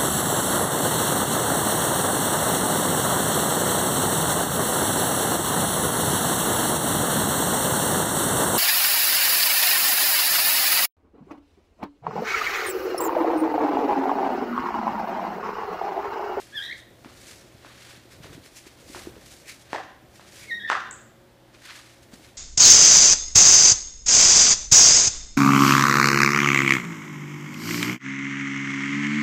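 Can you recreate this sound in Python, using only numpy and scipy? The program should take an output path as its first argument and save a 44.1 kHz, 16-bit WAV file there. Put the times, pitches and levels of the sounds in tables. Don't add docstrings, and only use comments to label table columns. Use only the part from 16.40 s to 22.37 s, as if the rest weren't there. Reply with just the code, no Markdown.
import sys
import numpy as np
from scipy import signal
from scipy.fft import rfft, irfft, next_fast_len
from scipy.io import wavfile
from scipy.ndimage import uniform_filter1d

SR = 44100
rng = np.random.default_rng(int(sys.argv[2]) if len(sys.argv) > 2 else 0)


def pcm_store(signal):
    levels = np.round(np.clip(np.atleast_2d(signal), -1, 1) * 32767)
    wavfile.write(sys.argv[1], SR, levels.astype(np.int16).T)


N = 263277
TIME = np.arange(N) / SR

# (time [s], pitch [Hz])
CHIRP_PITCH = [
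    [(.12, 1603), (.158, 1782), (.195, 1558), (.225, 1734), (.268, 1860), (.286, 1740), (.325, 1990)],
    [(4.097, 2178), (4.114, 1861), (4.19, 1883), (4.203, 1637), (4.228, 1684), (4.25, 1836), (4.275, 1752),
     (4.295, 1746)],
]
# (time [s], lowest tone [dB], octave above [dB])
CHIRP_LEVEL = [
    [(.125, -51, -62), (.156, -36.5, -42), (.177, -37, -28.5), (.2, -38.5, -39), (.265, -44, -38.5),
     (.282, -48, -60), (.295, -36.5, -42.5), (.335, -36, -51.5)],
    [(4.075, -51, -80), (4.115, -29.5, -37.5), (4.136, -30.5, -47.5), (4.15, -47, -35.5),
     (4.175, -35.5, -62.5), (4.2, -46.5, -50), (4.226, -45, -48), (4.252, -30.5, -55), (4.29, -39.5, -41)],
]
# (time [s], roughness [0-1], flutter at full roughness [x pitch], echo [dB])
CHIRP_BREAKS = [(.205, 0.6, 0.113, -6), (4.215, 0.64, 0.056, -4.5)]
# (multiple of the pitch, level against the octave [dB])
OVERTONES = [(3, -19.5), (4, -39), (5, -46), (6, -33), (7, -30), (8, -35)]
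# (time [s], relative dull rustle [dB], relative bright swish [dB])
WINGBEATS = [(1.728, -53, -51.5), (1.838, -51, -53.5), (1.93, -51.5, -51.5), (2.06, -54.5, -49),
             (2.174, -61, -45), (2.269, -52.5, -49), (2.385, -58.5, -63.5)]
# (time [s], level [dB])
PUFFS = [(1.146, -43.5), (1.576, -44.5), (1.803, -39.5), (1.847, -40.5), (1.903, -39.5), (1.95, -37.5),
         (3.638, -43)]

# (peak time [s], swell [s], relative scrape [dB], relative brush [dB])
SCUFFS = [(.007, 0.04, -56.5, -46.5), (.24, 0.18, -52.5, -51.5), (0.382, 0.022, -54.5, -50.5),
          (.915, 0.15, -54, -47), (1.51, 0.25, -51.5, -51), (2.578, 0.11, -55, -44.5),
          (2.863, 0.0092, -54, -47.5), (2.93, 0.089, -58, -47.5), (3.101, .028, -49, -41),
          (3.208, 0.037, -63, -53.5), (3.335, 0.037, -46.5, -50.5), (3.76, 0.027, -59.5, -52.5),
          (4.01, .11, -53, -45.5), (4.298, 0.0094, -34.5, -56), (5.149, 0.0091, -52, -57),
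          (5.26, 0.03, -49, -48.5), (5.301, 0.014, -38, -54), (5.361, 0.1, -48.5, -49.5),
          (5.53, 0.15, -62, -58), (5.632, .011, -64, -54), (5.739, .016, -52.5, -49.5),
          (5.86, 0.12, -60, -56.5)]
# (frequency [Hz], relative level [dB])
SCRAPE_COLOUR = [(200, -19), (500, -21), (900, -5.5), (1600, 1), (2200, 0), (2900, -3), (4200, -3.5),
                 (7000, -18), (15000, -43)]
BRUSH_COLOUR = [(1100, -26), (1600, -5.5), (2200, 0.5), (3100, -2), (4500, 0.5), (6500, 0.5), (10000, -4.5),
                (15000, -15)]
# (time [s], heel tap [dB], thud [dB], thud pitch [Hz])
STEPS = [(.647, -33, -35, 282), (1.248, -33, -44, 300), (1.844, -35.5, -43, 436), (1.967, -49, -35.5, 303),
         (2.255, -45, -39.5, 337), (2.488, -57, -37.5, 300), (2.548, -26, -34, 358),
         (2.6603, -40, -26, 340), (2.755, -41, -36, 413), (3.796, -35.5, -65, 330),
         (5.724, -45, -35.5, 234)]
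# (time [s], level [dB])
RASPS = [(2.18, -56), (3.095, -43.5), (4.045, -47.5)]
# (time [s], relative level [dB],
# pop pitch [Hz], pop width [Hz], thump [dB], sole ring [dB], crack [dB], bass cut [Hz])
SLAPS = [(3.3313, -12.5, 860, 460, -10.5, -7.5, -10, 280), (4.3005, -3, 1230, 680, -11.5, -21, -12, 610)]

# (frequency [Hz], relative level [dB])
AIR_COLOUR = [(15, -28), (25, -1), (227, -3), (349, -1.5), (445, -9.5), (582, -2), (1140, -11.5),
              (2010, -13.5), (2700, -17), (3340, -16.5), (4260, -19.5), (6210, -24.5), (7300, -26),
              (9050, -28), (15500, -31)]
RUMBLE_COLOUR = [(25, -45), (45, -1.5), (80, 2), (160, -5), (330, -5), (600, -9.5), (1200, -30)]
# (time [s], relative level [dB])
MOVEMENT = [(0, -56.5), (.7, -50.5), (1.6, -55), (1.9, -44.5), (2.17, -59.5), (2.6, -43.5), (3.05, -54.5),
            (4.3, -51.5), (5.55, -62), (5.75, -47.5), (5.97, -60)]
# (pitch [Hz], average level [dB])
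HUM = [(120.5, -63.5), (282, -73.5), (329, -70.5), (361, -69), (547, -68)]
# (time [s], firing pitch [Hz], level [dB])
ENGINE = [(3.7, 193, -71), (4.2, 206.2, -58.5), (4.65, 223.6, -62), (4.9, 229, -72)]
# (frequency [Hz], t60 [s])
PORCH_T60 = [(150, 0.23), (600, 0.4539), (1500, 0.62), (3500, 0.6464), (8000, 0.49), (15000, 0)]
# (frequency [Hz], relative level [dB])
PORCH_COLOUR = [(100, -14), (400, -3), (620, 0), (820, -4.5), (1000, -3), (1250, -2.5), (1750, 1.5),
                (2200, -9), (3200, 1.5), (7000, -1.5), (15000, 11)]


def from_db(db):
    return 10 ** (np.asarray(db) / 20)


def rms_one(x):
    return x / np.sqrt(np.mean(x ** 2) + 1e-20)


def in_time(rows):
    times, *columns = np.transpose(rows)
    return [np.interp(TIME, times, column) for column in columns]


def during(rows, fade_s):
    outside = np.maximum(rows[0][0] - TIME, TIME - rows[-1][0])
    return np.clip(1 - outside / fade_s, 0, 1)


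def at_hz(points, hz):
    known_hz, values = np.transpose(points)
    return np.interp(np.log(np.maximum(hz, 1)), np.log(known_hz), values)


def drift(rate_hz, hop=40):
    pole = np.exp(-2 * np.pi * rate_hz * hop / SR)
    noise = rng.standard_normal(N // hop + 2002)
    slow = signal.lfilter([1], [1, -2 * pole, pole * pole], noise)[2000:]
    return np.interp(np.arange(N) / hop, np.arange(len(slow)), rms_one(slow))


def coloured(noise, colour):
    size = next_fast_len(N)
    hz = np.fft.rfftfreq(size, 1 / SR)
    gain = from_db(at_hz(colour, hz)) * (hz > 20)
    return rms_one(irfft(rfft(noise, size) * gain, size)[:N])


def band(x, low_hz, high_hz, order=2):
    return signal.sosfilt(signal.butter(order, [low_hz, high_hz], "band", fs=SR, output="sos"), x)


def ring(hz, t60, rise_s):
    t = TIME[:SR // 5]
    wave = np.sin(2 * np.pi * hz * t) * from_db(-60 * t / t60) * (1 - np.exp(-t / rise_s))
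    return wave / np.abs(wave).max()


def click(low_hz, high_hz):
    wave = band(signal.unit_impulse(SR // 5), low_hz, high_hz)
    return wave / np.abs(wave).max()


def stroke(peak_s, swell_s, fade_s):
    from_peak = np.maximum((peak_s - TIME) / swell_s, (TIME - peak_s) / fade_s)
    return np.exp(-2 * from_peak.clip(0, 12))


def add(track, start_s, wave):
    start = round(start_s * SR)
    track[start:start + len(wave)] += wave[:max(N - start, 0)]


def evened(echo, fine_hz=30, broad_hz=260):
    spectrum = rfft(echo, 2 * SR)
    power = np.abs(spectrum) ** 2
    fine, broad = (uniform_filter1d(power, 2 * hz).clip(1e-12) for hz in (fine_hz, broad_hz))
    return irfft(spectrum * np.sqrt(broad / fine))[:len(echo)]


def porch_echo(first_s=0.0011, build_s=0.013, early_db=4, early_s=0.048, lump_db=1.5):
    t = TIME[:SR]
    noise = rng.standard_normal((2, SR)) * from_db(lump_db * drift(160)[:SR])
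    edges_hz, tail = np.geomspace(60, 16000, 25), 0
    for k, (low, high) in enumerate(zip(edges_hz, edges_hz[1:])):
        hz = np.sqrt(low * high)
        level_db = at_hz(PORCH_COLOUR, hz) - 60 * t / at_hz(PORCH_T60, hz)
        tail += band(noise[k % 2], low, high) * from_db(level_db)
    build_up = np.sqrt(np.clip((t - first_s) / build_s, 0, 1))
    early_boost = from_db(early_db * np.exp(-(t / early_s) ** 2))
    tail = evened(tail * build_up * early_boost)
    return tail / np.sqrt(np.sum(tail ** 2))


def background(air_db=-57, rumble_db=-5, waver_db=2):
    air = from_db(air_db) * coloured(rng.standard_normal(N), AIR_COLOUR)
    hum = 0
    for hz, db in HUM:
        level = from_db(db + waver_db * drift(2))
        phase = 2 * np.pi * hz * TIME + .5 * drift(1.5)
        hum += np.sqrt(2) * level * np.sin(phase)
    rumble = from_db(in_time(MOVEMENT)[0] + rumble_db) * coloured(rng.standard_normal(N), RUMBLE_COLOUR)
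    return air + hum + rumble


def sole_strokes(longest_fade_s=0.085, drag_db=-22.5, drag_s=0.13):
    scuffs = [(s, swell_s, min(longest_fade_s, 1.29 * swell_s), dull_db, bright_db)
              for s, swell_s, dull_db, bright_db in SCUFFS]
    drags = [(s, .003, drag_s, tap_db + drag_db, tap_db + drag_db - 13) for s, tap_db, _, _ in STEPS]
    return scuffs + drags


def rubbing(strokes, scrape_db=1.5, brush_db=-1, grain_db=1.5, slip_db=1.63):
    scrape_power, brush_power = np.zeros((2, N))
    for s, swell_s, fade_s, dull_db, bright_db in strokes:
        power = stroke(s, swell_s, fade_s)
        scrape_power += power * from_db(dull_db + scrape_db) ** 2
        brush_power += power * from_db(bright_db + brush_db) ** 2
    grains = rng.standard_normal((2, N)) * from_db(grain_db * drift(1400))
    slips = rms_one(from_db(slip_db * drift(52)))
    scrape = np.sqrt(scrape_power) * coloured(grains[0], SCRAPE_COLOUR)
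    brush = np.sqrt(brush_power) * coloured(grains[1], BRUSH_COLOUR)
    return slips * (scrape + brush)


def shuffling(knocks_per_s=22, boost_db=5.5, low_hz=254, high_hz=536):
    out, movement_db = np.zeros(N), in_time(MOVEMENT)[0]
    for when, pitch, size in rng.random((round(knocks_per_s * N / SR), 3)):
        knock = ring(low_hz + pitch * (high_hz - low_hz), t60=0.027, rise_s=0.001)
        level = size * from_db(movement_db[int(when * N)] + boost_db)
        add(out, when * N / SR, level * knock)
    return out


def chirp(pitch, level, break_at_s, roughness, flutter, flutter_hz=86, break_s=0.032, clean=0.14):
    hz, = in_time(pitch)
    level_db, octave_db = in_time(level)
    rough = np.interp(TIME, [break_at_s - break_s / 2, break_at_s + break_s / 2], [clean, roughness])
    shake = np.sin(2 * np.pi * np.cumsum(flutter_hz * (1 + 0.0845 * drift(24.7))) / SR)
    jitter = .5 * drift(255)
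    shaken_hz = hz * (1 + rough * flutter * (shake + jitter))
    phase = 2 * np.pi * np.cumsum(shaken_hz) / SR
    upper = np.sin(2 * phase) + sum(from_db(db) * np.sin(k * phase) for k, db in OVERTONES)
    tone = np.sqrt(2) * (from_db(level_db) * np.sin(phase) + from_db(octave_db) * upper)
    throb = 1 + .8 * rough * shake
    return tone * throb * during(level, fade_s=.005)


def footsteps(roll_s=0.011):
    taps, thuds = np.zeros((2, N))
    for s, tap_db, thud_db, thud_hz in STEPS:
        add(taps, s, from_db(tap_db) * click(590, 1440))
        add(thuds, s + roll_s, from_db(thud_db) * ring(thud_hz, t60=0.032, rise_s=0.00071))
    return taps, thuds


def air_puffs():
    out = np.zeros(N)
    for s, db in PUFFS:
        add(out, s, from_db(db) * ring(hz=145, t60=.045, rise_s=0.0012))
    return out


def wing_strokes(swell_s=0.024, fade_s=0.04):
    return [(s, swell_s, fade_s, dull_db, bright_db) for s, dull_db, bright_db in WINGBEATS]


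def rasps(low_hz=1890, high_hz=2590, grain_db=3):
    power = sum(from_db(db) ** 2 * stroke(s, swell_s=0.024, fade_s=0.024) for s, db in RASPS)
    grains = rng.standard_normal(N) * from_db(grain_db * drift(300))
    return np.sqrt(power) * rms_one(band(grains, low_hz, high_hz))


def sandal_slaps(top_hz=8600, rise_s=0.00013):
    out = np.zeros(N)
    for s, db, pop_hz, width_hz, thump_db, sole_db, crack_db, bass_cut_hz in SLAPS:
        pop_t60 = np.log(1000) / (np.pi * width_hz)
        pop = ring(pop_hz, pop_t60, rise_s)
        thump = from_db(thump_db) * ring(hz=315, t60=0.0045, rise_s=0.0012)
        sole = from_db(sole_db) * ring(hz=1620, t60=0.0037, rise_s=rise_s)
        crack = from_db(crack_db) * click(2570, 6600)
        slap = band(pop + thump + sole + crack, bass_cut_hz, top_hz)
        add(out, s, from_db(db) * slap)
    return out


def far_engine(octave_below_db=-5):
    hz, level_db = in_time(ENGINE)
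    phase = 2 * np.pi * np.cumsum(hz) / SR
    tone = np.sin(phase) + from_db(octave_below_db) * np.sin(phase / 2)
    return np.sqrt(2) * from_db(level_db) * during(ENGINE, fade_s=0.12) * tone


def sole_squeak(start_s=4.5095, length_s=0.0045, from_hz=6100, to_hz=8150, glide_s=0.0036, db=-30):
    t = TIME[:round(length_s * SR)]
    hz = np.interp(t, [0, glide_s], [from_hz, to_hz])
    whistle = np.sin(2 * np.pi * np.cumsum(hz) / SR)
    out = np.zeros(N)
    add(out, start_s, from_db(db) * np.sin(np.pi * t / length_s) * whistle)
    return out


def scene(slap_echo_db=4.5, thud_echo_db=-7, rub_echo_db=-13, chirp_echo_loss_db_per_s=19):
    porch = porch_echo()
    short_porch = porch * from_db(-chirp_echo_loss_db_per_s * TIME[:SR])
    out = background() + air_puffs() + far_engine()
    for pitch, level, voice in zip(CHIRP_PITCH, CHIRP_LEVEL, CHIRP_BREAKS):
        break_at_s, roughness, flutter, echo_db = voice
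        call = chirp(pitch, level, break_at_s, roughness, flutter)
        out += call + from_db(echo_db) * signal.fftconvolve(call, short_porch)[:N]
    rubs = rubbing(sole_strokes() + wing_strokes()) + rasps()
    taps, thuds = footsteps()
    thuds += shuffling()
    slaps, squeak = sandal_slaps(), sole_squeak()
    out += rubs + taps + thuds + slaps + squeak
    to_porch = taps + squeak + from_db(rub_echo_db) * rubs + from_db(thud_echo_db) * thuds
    to_porch += from_db(slap_echo_db) * band(slaps, 250, 8600, order=4)
    out += signal.fftconvolve(to_porch, porch)[:N]
    return out[None]


def record(dry, low_cut_hz=36, high_cut_hz=15400):
    thin = signal.sosfilt(signal.butter(2, low_cut_hz, "high", fs=SR, output="sos"), dry)
    return signal.sosfilt(signal.ellip(10, .2, 70, high_cut_hz, fs=SR, output="sos"), thin)


dry = scene()
out = record(dry)
pcm_store(out)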